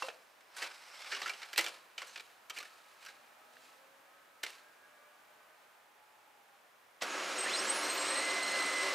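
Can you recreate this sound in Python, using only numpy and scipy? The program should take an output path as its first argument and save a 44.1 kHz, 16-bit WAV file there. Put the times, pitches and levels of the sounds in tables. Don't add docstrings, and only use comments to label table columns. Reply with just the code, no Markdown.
import sys
import numpy as np
from scipy import signal
from scipy.fft import rfft, irfft, next_fast_len
from scipy.io import wavfile

SR = 44100
rng = np.random.default_rng(int(sys.argv[2]) if len(sys.argv) > 2 else 0)


def volts(x):
    e = np.asarray(x, float) / 20
    return 10 ** e


def store_pcm(level_fs):
    pcm = np.round(np.clip(level_fs, -1, 1) * 32767).astype(np.int16)
    wavfile.write(sys.argv[1], SR, np.atleast_2d(pcm).T)


N = 394254
TOP_HZ = 15800

# (frequency [Hz], likeness [0 to 1])
LIKENESS = [(60, 0.97), (240, 0.98), (950, 0.97), (3770, 0.98), (15000, 1)]
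# (frequency [Hz], left minus right [dB])
LEAN = [(60, -1), (180, 1), (550, -0.5), (1650, -0.5), (4970, -2), (15000, 0)]

# (frequency [Hz], level [dB per Hz])
ROOM_SPECTRUM = [(15, -79), (25, -57), (70, -33), (92, -29.5), (317, -16), (344, -16.5), (591, -9),
                 (840, -8), (1230, -9), (1790, -10.5), (2110, -13.5), (2280, -13), (4610, -23),
                 (12200, -27), (16000, -26)]
# (time [s], level [dB])
STREET_LEVEL = [(0, -63), (3, -61.5), (4.5, -62.5), (5.6, -62.5), (5.9, -64), (7, -63.5)]
MAINS_HZ, MAINS_DB = 97, -100.5

# (frequency [Hz], level [dB per Hz])
RUB = [(120, -68), (200, -52), (312, -29), (527, -6.5), (1090, -0.5), (1320, 1.5), (1470, 1.5), (5000, -18),
       (6500, -58), (11000, -120)]
# (frequency [Hz], level [dB per Hz])
HISS = [(1470, -27), (2500, -4), (3460, -10.5), (3950, -4.5), (5270, -8.5), (6600, -10.5), (7590, -11),
        (10900, -16.5), (16000, -31)]
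# (frequency [Hz], width [Hz], level [dB])
SHEET = [(5200, 1400, 5), (7950, 490, -10), (2140, 350, 7)]
# (peak time [s], rise [s], rub level [dB], hiss level [dB], fade [dB per s])
STROKES = [(.0, .01, -57, -53, 24), (0.6, 0.068, -49.5, -53, 37), (1.574, 0.0073, -51, -45, 104),
           (.13, 0.0087, -72, -69, 48), (.568, 0.0048, -63, -63, 45), (.72, 0.037, -68, -67, 35),
           (.97, 0.33, -62, -65, 39), (1.11, 0.16, -55, -55.5, 46), (1.3, 0.43, -61, -60.5, 61),
           (1.42, 0.054, -61.5, -68, 23), (1.98, 0.0033, -59, -61, 58), (2.16, 0.17, -86, -64.5, 76),
           (2.545, 0.035, -60.5, -58.5, 47), (2.95, .3, -82, -77, 58), (3.02, 0.026, -61.5, -63, 70),
           (3.64, 0.23, -75, -64.5, 79), (4.432, 0.0026, -53, -50, 116)]
RISE_DB, LIFT_OFF_S, LIFT_DB_S = 20, [0.078, 0.666, 1.765], 304
SING_S, SING_DB, SING_RISE_DB_S, SING_FADE_DB_S = 1.12, -59, 34, 61

# (frequency [Hz], width [Hz], level [dB])
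CASE = [(411, 88, 0.5), (528, 45, 2.5), (710, 220, 3.5), (1300, 140, 4.5), (1710, 830, 9.5),
        (2313, 130, 10.5), (2810, 410, 5), (3600, 790, 12.5), (5040, 1600, 0.5), (5660, 260, 10.5),
        (7650, 640, 8.5), (10860, 1300, 9), (11500, 1700, 7)]
# (time [s], peak [dB], own ring [Hz], highs re peak [dB], chatter decay by 60 dB [s])
THUDS = [
    (0.0232, -29, 1000, -14, .045),
    (0.085, -32, 2600, -14, .04),
]
BUMPS = [(2.018, -31.5, 1160, -18, 0.03), (1.2173, -27, 1230, -10, 0.035), (1.226, -32.5, 1230, -14, 0.13),
         (1.1638, -32.5, 1170, -18, 0.16), (1.2772, -30, 2060, -9, 0.064), (1.335, -37, 2870, -19, 0.055),
         (1.5855, -16, 2010, -7, 0.054), (1.6725, -29, 2345, -16, .025), (2.0274, -34.5, 1450, -18, 0.047),
         (2.197, -36, 2460, -16, 0.038), (2.505, -36, 3020, -14, 0.042), (2.601, -36.5, 1190, -8, 0.076),
         (3.0845, -40, 1630, -10, 0.082)]
SNAPS = [(1.2953, -26.5, 2430, -8, 0.05), (1.531, -29.5, 2360, -7, 0.067), (1.5602, -30.5, 2600, -9, .04),
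         (1.5785, -14, 4190, -1.5, 0.026), (1.5927, -18, 2050, -10, 0.048), (1.6094, -27, 2100, 0, 0.034),
         (1.6425, -27.5, 3500, -2, 0.015), (1.6468, -34, 3750, 0, .03), (1.6637, -24.5, 2370, -10, 0.026),
         (1.682, -32.5, 2950, -4, 0.042), (1.693, -35, 2360, -8, 0.036), (1.743, -45, 3830, -7, 0.025),
         (2.022, -42, 5000, 2.5, 0.021), (2.206, -41, 2380, -4, .03), (2.498, -33.5, 3120, -1, 0.058),
         (2.583, -36, 3020, -9, .02), (2.587, -31, 4200, -1, 0.028), (2.628, -39, 1440, -4, 0.038),
         (3.05, -42, 1550, -2, 0.057), (3.0619, -38.5, 1600, -6, 0.068)]
TAPS = [(0.1005, -43, 2420, -18, 0.048), (0.407, -53, 1300, -5, .05), (0.6295, -44, 2400, -12, 0.023),
        (0.647, -36, 2300, -20, 0.02), (0.671, -37, 2460, -16, .04), (0.711, -44, 1630, -18, .07),
        (1.0194, -36.5, 2280, -12, .04), (1.148, -29, 2840, -21, 0.043), (1.4187, -35.5, 3690, -18, 0.026),
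        (1.1215, -29, 2900, -17, .02), (1.128, -35, 2000, -14, 0.028), (1.152, -38, 2800, -16, .02),
        (1.045, -37, 2080, -14, 0.046), (1.4305, -39.5, 4270, -12, .02), (1.447, -41, 2270, -14, 0.027),
        (1.337, -39, 2400, -14, .015), (1.9792, -27, 2980, -13, 0.088), (2.159, -32.5, 2500, -20, 0.043),
        (3.569, -52, 1670, -14, 0.046), (7.032, -31, 1460, -3, 0.06)]
SCUFFS = [(.5635, -36.5, 1600, -3, 0.091), (.618, -28.5, 1300, -12, 0.075), (.638, -33.5, 2600, -22, 0.064),
          (1.058, -38.5, 3400, -22, .08), (1.113, -27.5, 1750, -21, 0.18), (1.256, -28.5, 1380, -13, 0.12),
          (1.426, -36, 2140, -14, 0.053), (1.571, -27, 2050, -2, .08), (2.066, -48, 4230, 0, 0.12),
          (2.172, -34, 2390, -16, 0.038), (2.561, -35, 2470, -10, 0.057), (2.569, -33, 2500, -13, .05),
          (2.647, -41.5, 1760, -8, 0.052), (7.017, -27, 1980, -13, 0.035), (7.008, -34, 1090, -20, .1)]
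RELAY = [
    (4.4326, -28, 3600, -6, 0.039),
    (4.4358, -24.5, 1470, -4, 0.028),
    (4.4476, -32.5, 2370, -8, 0.035),
    (4.4645, -30.5, 2030, -12, 0.023),
    (4.4805, -41, 2800, -10, 0.022),
    (4.4915, -54, 1300, -8, .03),
    (4.5036, -39.5, 2760, -1, 0.026),
    (4.529, -46, 1350, -11, 0.037),
]
# (lows re peak [dB], rise [s])
STRIKE, THUD = (-18, .0003), (-10, .0005)
BUMP, SNAP, TAP, SCUFF = (-15, 0.00056), (-20, 0.0002), (-24, 0.00044), (-19, 0.0036)
# (time [s], frequency [Hz], level [dB], decay by 60 dB [s])
RINGS = [(.036, 533, -37, .12), (.025, 2720, -34, .07), (.088, 720, -41, .04), (.023, 380, -40, .04),
         (.086, 400, -45, .04), (.0219, 1150, -11, .007), (.0835, 700, -16, .008), (.0225, 1700, -30, .012),
         (.0225, 800, -30, .02), (.084, 1400, -29, .012), (8.915, 40, -34, .1), (1.59, 340, -45, .15),
         (2.135, 8000, -62, .15), (2.503, 1260, -42, .05), (1.258, 1380, -34, .07), (1.283, 1500, -38, .04),
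         (1.14, 1750, -38, .06), (4.436, 2100, -34, .05), (2.505, 950, -48, .04), (.098, 520, -47, .06),
         (3.568, 1700, -37, .01), (.066, 2720, -53, .04), (1.22, 180, -62, .12), (1.585, 200, -60, .15),
         (.622, 1300, -38, .04), (.63, 800, -42, .04), (.71, 1500, -46, .04)]
# (start [s], end [s], start [Hz], end
# [Hz], level [dB])
SQUEALS = [
    (.85, 1.126, 5600, 5050, -65),
    (.95, 1.117, 3490, 3300, -60),
    (.8, 1.204, 7500, 7700, -73),
    (1.2, 1.497, 7700, 7660, -75),
    (1.36, 1.477, 5840, 5600, -68),
    (2.05, 2.17, 6400, 6150, -65),
    (2.05, 2.173, 4250, 4060, -69),
    (2.06, 2.13, 7400, 7200, -72),
    (7.094, 7.16, 6670, 6500, -52),
]
SQUEAL_WIDTH_HZ = 220
ROOM_T60_S, WALL_CUT_HZ = 0.46, 1500
LAG = 0.11

# (time [s], pitch [Hz], level [dB])
ENGINE = [
    (3.15, 223.4, -93),
    (3.5, 249, -87),
    (3.9, 271.4, -72.5),
    (4.4, 286.5, -85),
    (4.8, 298, -88),
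    (5.15, 299, -74),
    (5.7, 310.6, -79),
    (5.78, 304, -95),
]
# (multiple of the pitch, level [dB])
ENGINE_ORDERS = [(2, 1.4)]
# (start [s], end [s], multiple of the pitch, level [dB])
OVERTONES = [
    (4.55, 5.2, 5.52, -70),
    (4.75, 5.8, 3.99, -75),
    (4.55, 5.75, 4.99, -76),
    (3.2, 4.7, 1, -85),
    (4.7, 5.8, 2, -79),
]
# (start [s], end [s], start [Hz], end [Hz], level [dB])
WHINES = [(2.4, 3.4, 1300, 1285, -74), (3.4, 3.82, 1275, 1312, -72), (3.1, 3.65, 590, 645, -77),
          (3.3, 3.6, 710, 755, -78), (3.1, 3.9, 812, 850, -78), (2.75, 3.3, 1660, 1650, -76),
          (3.8, 4.2, 1630, 1670, -79), (3.6, 4.5, 1520, 1570, -79), (4.05, 4.7, 1265, 1322, -73),
          (5.6, 6.45, 815, 880, -75), (5.9, 6.65, 870, 790, -75), (5.2, 5.6, 840, 860, -79),
          (4.8, 5.6, 2290, 2330, -80)]
SWELL_DB = 3

START_S = 7.023
JOLT_T_S, RUN_UP_S = 0.0072, 0.29
# (frequency [Hz], level [dB per Hz])
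GEAR_TRAIN = [(59, -76), (100, -92), (299, -6.5), (427, -10), (521, -3), (961, -8), (1050, -3.5),
              (1770, -6.5), (2040, -9.5), (2160, -8), (3000, -9.5), (3900, -30), (6600, -120)]
# (frequency [Hz], width [Hz], level [dB])
FRAME = [(229, 8, -6), (297, 16, 0), (383, 10, 8), (535, 16, 7), (455, 10, -6), (590, 10, -4), (690, 22, 2),
         (921, 16, 3), (1043, 16, 5), (1180, 14, 2), (1270, 8, 6), (1298, 8, 8), (1357, 9, 5),
         (1530, 15, 0), (1644, 9, 10)]
# (frequency [Hz], level [dB per Hz])
AIR = [(880, -52), (1500, -23), (1900, -8), (1980, -3), (2390, -9), (3690, -8), (4160, -7), (7030, -14.5),
       (8320, -21.5), (8830, -16), (16000, -60)]
# (frequency [Hz], width [Hz], level [dB])
DUCTS = [(2640, 90, -4), (5160, 50, 1), (5600, 72, 3), (7650, 130, 0), (9560, 150, -7.5), (10200, 150, -9)]
GEAR_DB, GEAR_JOLT_DB, GEAR_LAG_DB = -38.5, 5, 3
AIR_DB, AIR_JOLT_DB, AIR_LAG_DB = -41, 14, 7
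SHIELD_HZ, SHIELD_S, SHIELD_DB, SHIELD_SAG_DB_S = 6700, 7.1, -54.5, 2

MIRROR_ON_S, SPIN_S, FREE_RPS, SPIN_T_S = 7.38, 7.41, 691, 1.2
LOCK_S, LOCK_RPS, OVERSHOOT_RPS, SETTLE_S = 8.23, 337.6, 4.2, .35
TORQUE_DB, TORQUE_DB_PER_RPS, LOCK_DROP_DB = -41, -.058, -8
JUDDER_RPS, MOTOR_LOW_HZ = 2.2, 1300
# (multiple of the turning rate, level [dB])
COGGING = [(27.35, -4), (54.7, 0), (82.05, -13), (109.4, -15)]
# (time [s], level [dB])
HALF_ORDER = [
    (7.74, -20),
    (7.84, 3),
    (7.9, 10),
    (7.96, 10),
    (8.04, 7),
    (8.1, 0),
    (8.2, -4),
    (8.35, -16),
]
# (frequency [Hz], width [Hz], level [dB])
HOUSING = [(1800, 600, 6), (4160, 200, 11), (8270, 260, 22), (13900, 600, 8), (7600, 200, 5),
           (10200, 1000, 7), (5300, 500, 6), (9300, 400, 5), (3000, 1200, 0)]
BARE_DB = -7
# (time [s], level [dB])
COIL = [(7.38, -30.5), (7.43, -43), (7.478, -53), (7.55, -44), (7.63, -51), (7.77, -60), (7.84, -50),
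        (7.9, -43.5), (7.94, -50.5), (8.0, -43.5), (8.03, -46), (8.15, -38.5), (8.2, -42), (8.23, -48),
        (8.27, -47.5), (8.66, -49), (8.82, -45), (8.94, -57)]
LOW_BUZZ_DB, LOW_BUZZ_FOLLOWS = -50.5, 0.54
# (multiple of the turning rate, level [dB])
FACETS = [(3, -26), (6, 0), (12, -23)]
# (time [s], level [dB])
WHISTLE = [
    (8.05, -66),
    (8.1, -47),
    (8.18, -43),
    (8.208, -49),
    (8.23, -40),
    (8.45, -41.5),
    (8.54, -39),
    (8.94, -39),
]


def rms_one(x):
    return x / np.sqrt(np.mean(x ** 2) + 1e-20)


def in_time(rows, off=None):
    s, *columns = np.transpose(rows)
    return [np.interp(np.arange(N) / SR, s, c, off, off) for c in columns]


def at_hz(points, hz):
    point_hz, value = np.array(points).T[:2]
    return np.interp(np.log(hz), np.log(point_hz), value)


def drift(rate):
    r = np.exp(-80 * np.pi * rate / SR)
    slow = signal.lfilter([1], [1, -2 * r, r * r], rng.standard_normal(N // 40 + 2002))[2000:]
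    return np.interp(np.arange(N) / 40, np.arange(len(slow)), rms_one(slow))


def filtered(x, order, edge_hz, kind="low"):
    return signal.sosfilt(signal.butter(order, edge_hz, kind, fs=SR, output="sos"), x)


def resonance(x, hz, width_hz):
    r = np.exp(-np.pi * width_hz / SR)
    poles = [1, -2 * r * np.cos(2 * np.pi * hz / SR), r * r]
    return signal.lfilter(np.array([1, 0, -1]) * (1 - r * r) / 2, poles, x + 1e-18)


def sharp_resonance(x, hz, width_hz):
    return resonance(resonance(x, hz, width_hz), hz, width_hz)


def ringing(x, modes):
    return rms_one(sum(volts(db) * resonance(x, hz, w) for hz, w, db in modes))


def coloured(x, spectrum):
    pad = next_fast_len(N)
    hz = np.maximum(np.fft.rfftfreq(pad, 1 / SR), 1)
    return rms_one(irfft(rfft(x, pad) * volts(at_hz(spectrum, hz)), pad)[..., :N])


def wide(spectrum, apart_db=0.):
    hz = np.geomspace(20, 20000, 40)
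    alike = np.clip(at_hz(LIKENESS, hz), 0, .999)
    side = volts(apart_db) * np.sqrt((1 - alike) / (1 + alike))
    mid, other = rng.standard_normal((2, N))
    pad = next_fast_len(N)
    f = np.maximum(np.fft.rfftfreq(pad, 1 / SR), 1)
    sign = np.array([[1], [-1]])
    both = rfft(mid, pad) + sign * np.interp(f, hz, side) * rfft(other, pad)
    both = both * volts(sign * at_hz(LEAN, f) / 2)
    return rms_one(irfft(both * volts(at_hz(spectrum, f)), pad)[:, :N])


def tones(rate_hz, orders, wander):
    turn = 2 * np.pi * np.cumsum(rate_hz) / SR
    out = 0
    for k, db in orders:
        audible = k * rate_hz < TOP_HZ
        out = out + np.sqrt(2) * volts(db + wander * drift(24)) * np.sin(k * turn) * audible
    return out


def street_hum():
    mains = volts(MAINS_DB) * tones(np.full(N, MAINS_HZ), [(0.99, 0)], wander=1.3)
    return volts(in_time(STREET_LEVEL)[0] + 0.3 * drift(4.1)) * wide(ROOM_SPECTRUM, apart_db=14.5) + mains


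def peak_db(s, db, rise_db_s, fade_db_s):
    t = np.arange(N) / SR - s
    return db - np.where(t < 0, -rise_db_s * t, fade_db_s * t)


def strokes():
    t, out = np.arange(N) / SR, np.zeros((2, N))
    ends = LIFT_OFF_S + [np.inf] * len(STROKES)
    for (s, rise, rub_db, hiss_db, fade), end in zip(STROKES, ends):
        shape = volts(peak_db(s, 0, RISE_DB / rise, fade) - LIFT_DB_S * np.maximum(t - end, 0))
        out += volts([[rub_db], [hiss_db]]) * shape
    return out


def slides():
    rub, hiss = strokes()
    sizes = volts(3 * np.minimum(rng.exponential(1, N), 4)) * rng.choice([-1, 1], N)
    caught = rng.random(N) < 3000 * volts(4 * drift(40)) / SR
    grains = rms_one(caught * sizes) + rng.standard_normal(N)
    grains = grains + 0.16 * rng.standard_normal(N) * np.array([[1], [-1]])
    sung = rms_one(sum(volts(db + 2 * drift(10)) * sharp_resonance(grains, hz, w) for hz, w, db in SHEET))
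    sing = volts(peak_db(SING_S, SING_DB, SING_RISE_DB_S, SING_FADE_DB_S))
    catch = volts(1.2 * drift(45))
    return catch * (rub * coloured(grains, RUB) + hiss * coloured(grains, HISS) + sing * sung)


def contact_force(t, t60, rise):
    noise, chatter = rng.standard_normal(len(t)), rng.exponential(1, len(t))
    force = noise * volts(2.63 * chatter) * volts(-60 * t / np.clip(t60, .005, .2))
    force = force * (1 - np.exp(-t / rise)) ** 2
    force[0] = min(11, .004 / rise)
    return force


def case_ringing(force, hz):
    spread_db = rng.normal(0, 2.4, len(CASE))
    blow = 0
    for k, ((f, w, db), extra_db) in enumerate(zip(CASE, spread_db)):
        blow = blow + (-1) ** k * volts(db + extra_db) * rms_one(resonance(force, f, w))
    own_pitch = rms_one(resonance(force, hz, 67))
    crack = rms_one(resonance(force, 4000, 9700))
    return rms_one(blow) + 0.39 * own_pitch + 0.79 * crack


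def knocks():
    size = 6144
    out, t = np.zeros(N + size), np.arange(size) / SR
    kinds = [(RELAY, STRIKE), (THUDS, THUD), (BUMPS, BUMP), (SNAPS, SNAP), (TAPS, TAP), (SCUFFS, SCUFF)]
    for rows, (low_db, rise) in kinds:
        for s, db, hz, high_db, t60 in rows:
            blow = case_ringing(contact_force(t, t60, rise), hz)
            low, mid, high = [filtered(blow, 3, edges, "band")
                              for edges in ([250, 900], [900, 5000], [5000, 15500])]
            high = high * volts(-60 * t / 0.72)
            blow = volts(low_db) * low / abs(low).max() + mid / abs(mid).max()
            blow = blow + volts(high_db) * high / abs(high).max()
            start = round(s * SR)
            out[start:start + size] += volts(db - 1.5) * blow
    return out[:N]


def rings():
    out = np.zeros(N)
    for s, hz, db, t60 in RINGS:
        t = np.maximum(np.arange(N) / SR - s, 0)
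        out += volts(db - 60 * t / t60) * (1 - np.exp(-hz * t)) ** 2 * np.sin(2 * np.pi * hz * t)
    return out


def room(x):
    pad = next_fast_len(N + SR)
    hz = np.fft.rfftfreq(pad, 1 / SR)
    dull = 1 / (1 + 1j * hz / WALL_CUT_HZ)
    out = []
    for lags in rng.uniform(0.012, 0.036, (2, 8)):
        loops = [volts(-60 * lag / ROOM_T60_S) * dull * np.exp(-2j * np.pi * hz * lag) for lag in lags]
        out.append(sum((-1) ** k * g / (1 - g) for k, g in enumerate(loops)))
    shared = out[0] + 0.5 * (np.array(out) - out[0])
    return irfft(shared * rfft(x, pad), pad)[:, :N]


def squeals():
    out = np.zeros(N)
    for a, b, hz0, hz1, db in SQUEALS:
        i, j = round(a * SR), round(b * SR)
        slow = filtered(rng.standard_normal((2, SR)), 2, SQUEAL_WIDTH_HZ)[:, :j - i]
        turn = 2 * np.pi * np.cumsum(np.linspace(hz0, hz1, j - i)) / SR
        squeal = rms_one(slow[0] * np.sin(turn) + slow[1] * np.cos(turn))
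        out[i:j] += volts(db) * np.sqrt(np.hanning(j - i)) * squeal
    return out


def vehicle():
    t, (firing, engine_db) = np.arange(N) / SR, in_time(ENGINE)
    engine_db = in_time(ENGINE, off=-140)[1]
    out = volts(engine_db) * tones(firing * (1 + .004 * drift(30)), ENGINE_ORDERS, wander=2.5)
    lines = [(a, b, k * firing, db) for a, b, k, db in OVERTONES]
    lines += [(a, b, np.interp(t, [a, b], [hz0, hz1]), db) for a, b, hz0, hz1, db in WHINES]
    for a, b, pitch, db in lines:
        away = np.abs(2 * t - a - b) / (b - a)
        whine = tones(pitch * (1 + .007 * drift(30)), [(1, 0)], wander=2.5)
        out += (away < 1) * volts(db - SWELL_DB * away ** 4) * whine
    return out


def run_up(db, jolt_db, lag_db):
    t = np.arange(N) / SR - START_S
    after = np.maximum(t, 0)
    level = db + jolt_db * np.exp(-after / JOLT_T_S) - lag_db * np.exp(-after / RUN_UP_S)
    return level + 2500 * np.minimum(t, 0)


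def gear_mesh(white):
    return rms_one(wide(GEAR_TRAIN) + volts(-4.5) * ringing(white, FRAME))


def fan_air(white):
    return rms_one(wide(AIR) + volts(-9.5) * ringing(white, DUCTS))


def shield_song(white):
    t = np.arange(N) / SR
    level_db = SHIELD_DB - SHIELD_SAG_DB_S * (t - SHIELD_S) + 2.5 * drift(30)
    return volts(level_db) * rms_one(sharp_resonance(white, SHIELD_HZ, 110)) * (t > SHIELD_S)


def drive():
    white = wide([(20, 0), (20000, 0)])
    throb = .6 * drift(17)
    gears = volts(run_up(GEAR_DB, GEAR_JOLT_DB, GEAR_LAG_DB) + throb) * gear_mesh(white)
    air = volts(run_up(AIR_DB, AIR_JOLT_DB, AIR_LAG_DB) + throb) * fan_air(white)
    return filtered(gears + air + shield_song(white), 4, 160, "high")


def mirror_speed():
    t = np.arange(N) / SR
    free = FREE_RPS * (1 - np.exp(-np.maximum(t - SPIN_S, .005) / SPIN_T_S))
    held = LOCK_RPS + OVERSHOOT_RPS * np.exp(-np.maximum(t - LOCK_S, 0) / SETTLE_S)
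    return np.minimum(free, held), np.clip((t - LOCK_S) / .1 + 1, 0, 1)


def housing(x):
    pad = next_fast_len(N)
    f = np.fft.rfftfreq(pad, 1 / SR)
    gain = volts(BARE_DB) + sum(volts(db) / (1 + (2 * (f - hz) / w) ** 2) for hz, w, db in HOUSING)
    return irfft(rfft(x, pad) * gain, pad)[:N]


def cogging(turns, locked):
    torque_db = TORQUE_DB + TORQUE_DB_PER_RPS * turns + LOCK_DROP_DB * locked
    rough = turns + (JUDDER_RPS * (1 - locked) + .003 * turns) * drift(300)
    half = volts(in_time(HALF_ORDER)[0]) * tones(rough, COGGING[:1], wander=1.5)
    tugs = volts(torque_db) * (half + tones(rough, COGGING[1:], wander=1.5))
    return tugs


def coil_buzz(turns):
    coil_db = in_time(COIL)[0]
    noise = rng.standard_normal(N) * volts(3 * drift(34))
    low, middle, high = [rms_one(sharp_resonance(noise, hz, 0.68 * w)) for hz, w, db in HOUSING[1:4]]
    low_db = LOW_BUZZ_DB + LOW_BUZZ_FOLLOWS * (coil_db + 49) + 1.5 * drift(18)
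    return volts(low_db) * np.sqrt(turns / LOCK_RPS) * low + volts(coil_db) * middle + volts(-71) * high


def facet_whistle(turns):
    return volts(in_time(WHISTLE, off=-140)[0]) * tones(turns + .7 * drift(25), FACETS, wander=1.0)


def mirror_motor():
    turns, locked = mirror_speed()
    running = np.clip((np.arange(N) / SR - MIRROR_ON_S) / .004, 0, 1)
    tugs = filtered(running * cogging(turns, locked), 1, 9000)
    tugs = filtered(tugs, 4, MOTOR_LOW_HZ, "high")
    return housing(tugs) + running * (coil_buzz(turns) + facet_whistle(turns))


def scene():
    hands = slides() + knocks() + rings() + squeals()
    hands = filtered(hands, 2, 170, "high")
    hands = hands + LAG * np.gradient(hands, axis=-1) * [[1], [-1]]
    near = hands * volts([[-.8], [.8]]) + mirror_motor() * volts([[-.7], [.7]])
    echo = volts(-14.5) * room(near.mean(axis=0))
    return near + echo + street_hum() + vehicle() + drive()


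def band_limit(x):
    return signal.sosfilt(signal.butter(12, 15830, fs=SR, output="sos"), x)


def record(dry):
    cut = signal.sosfilt(signal.cheby2(12, 70, TOP_HZ + 900, fs=SR, output="sos"), dry)
    return band_limit(cut)


dry = scene()
out = record(dry)
store_pcm(out)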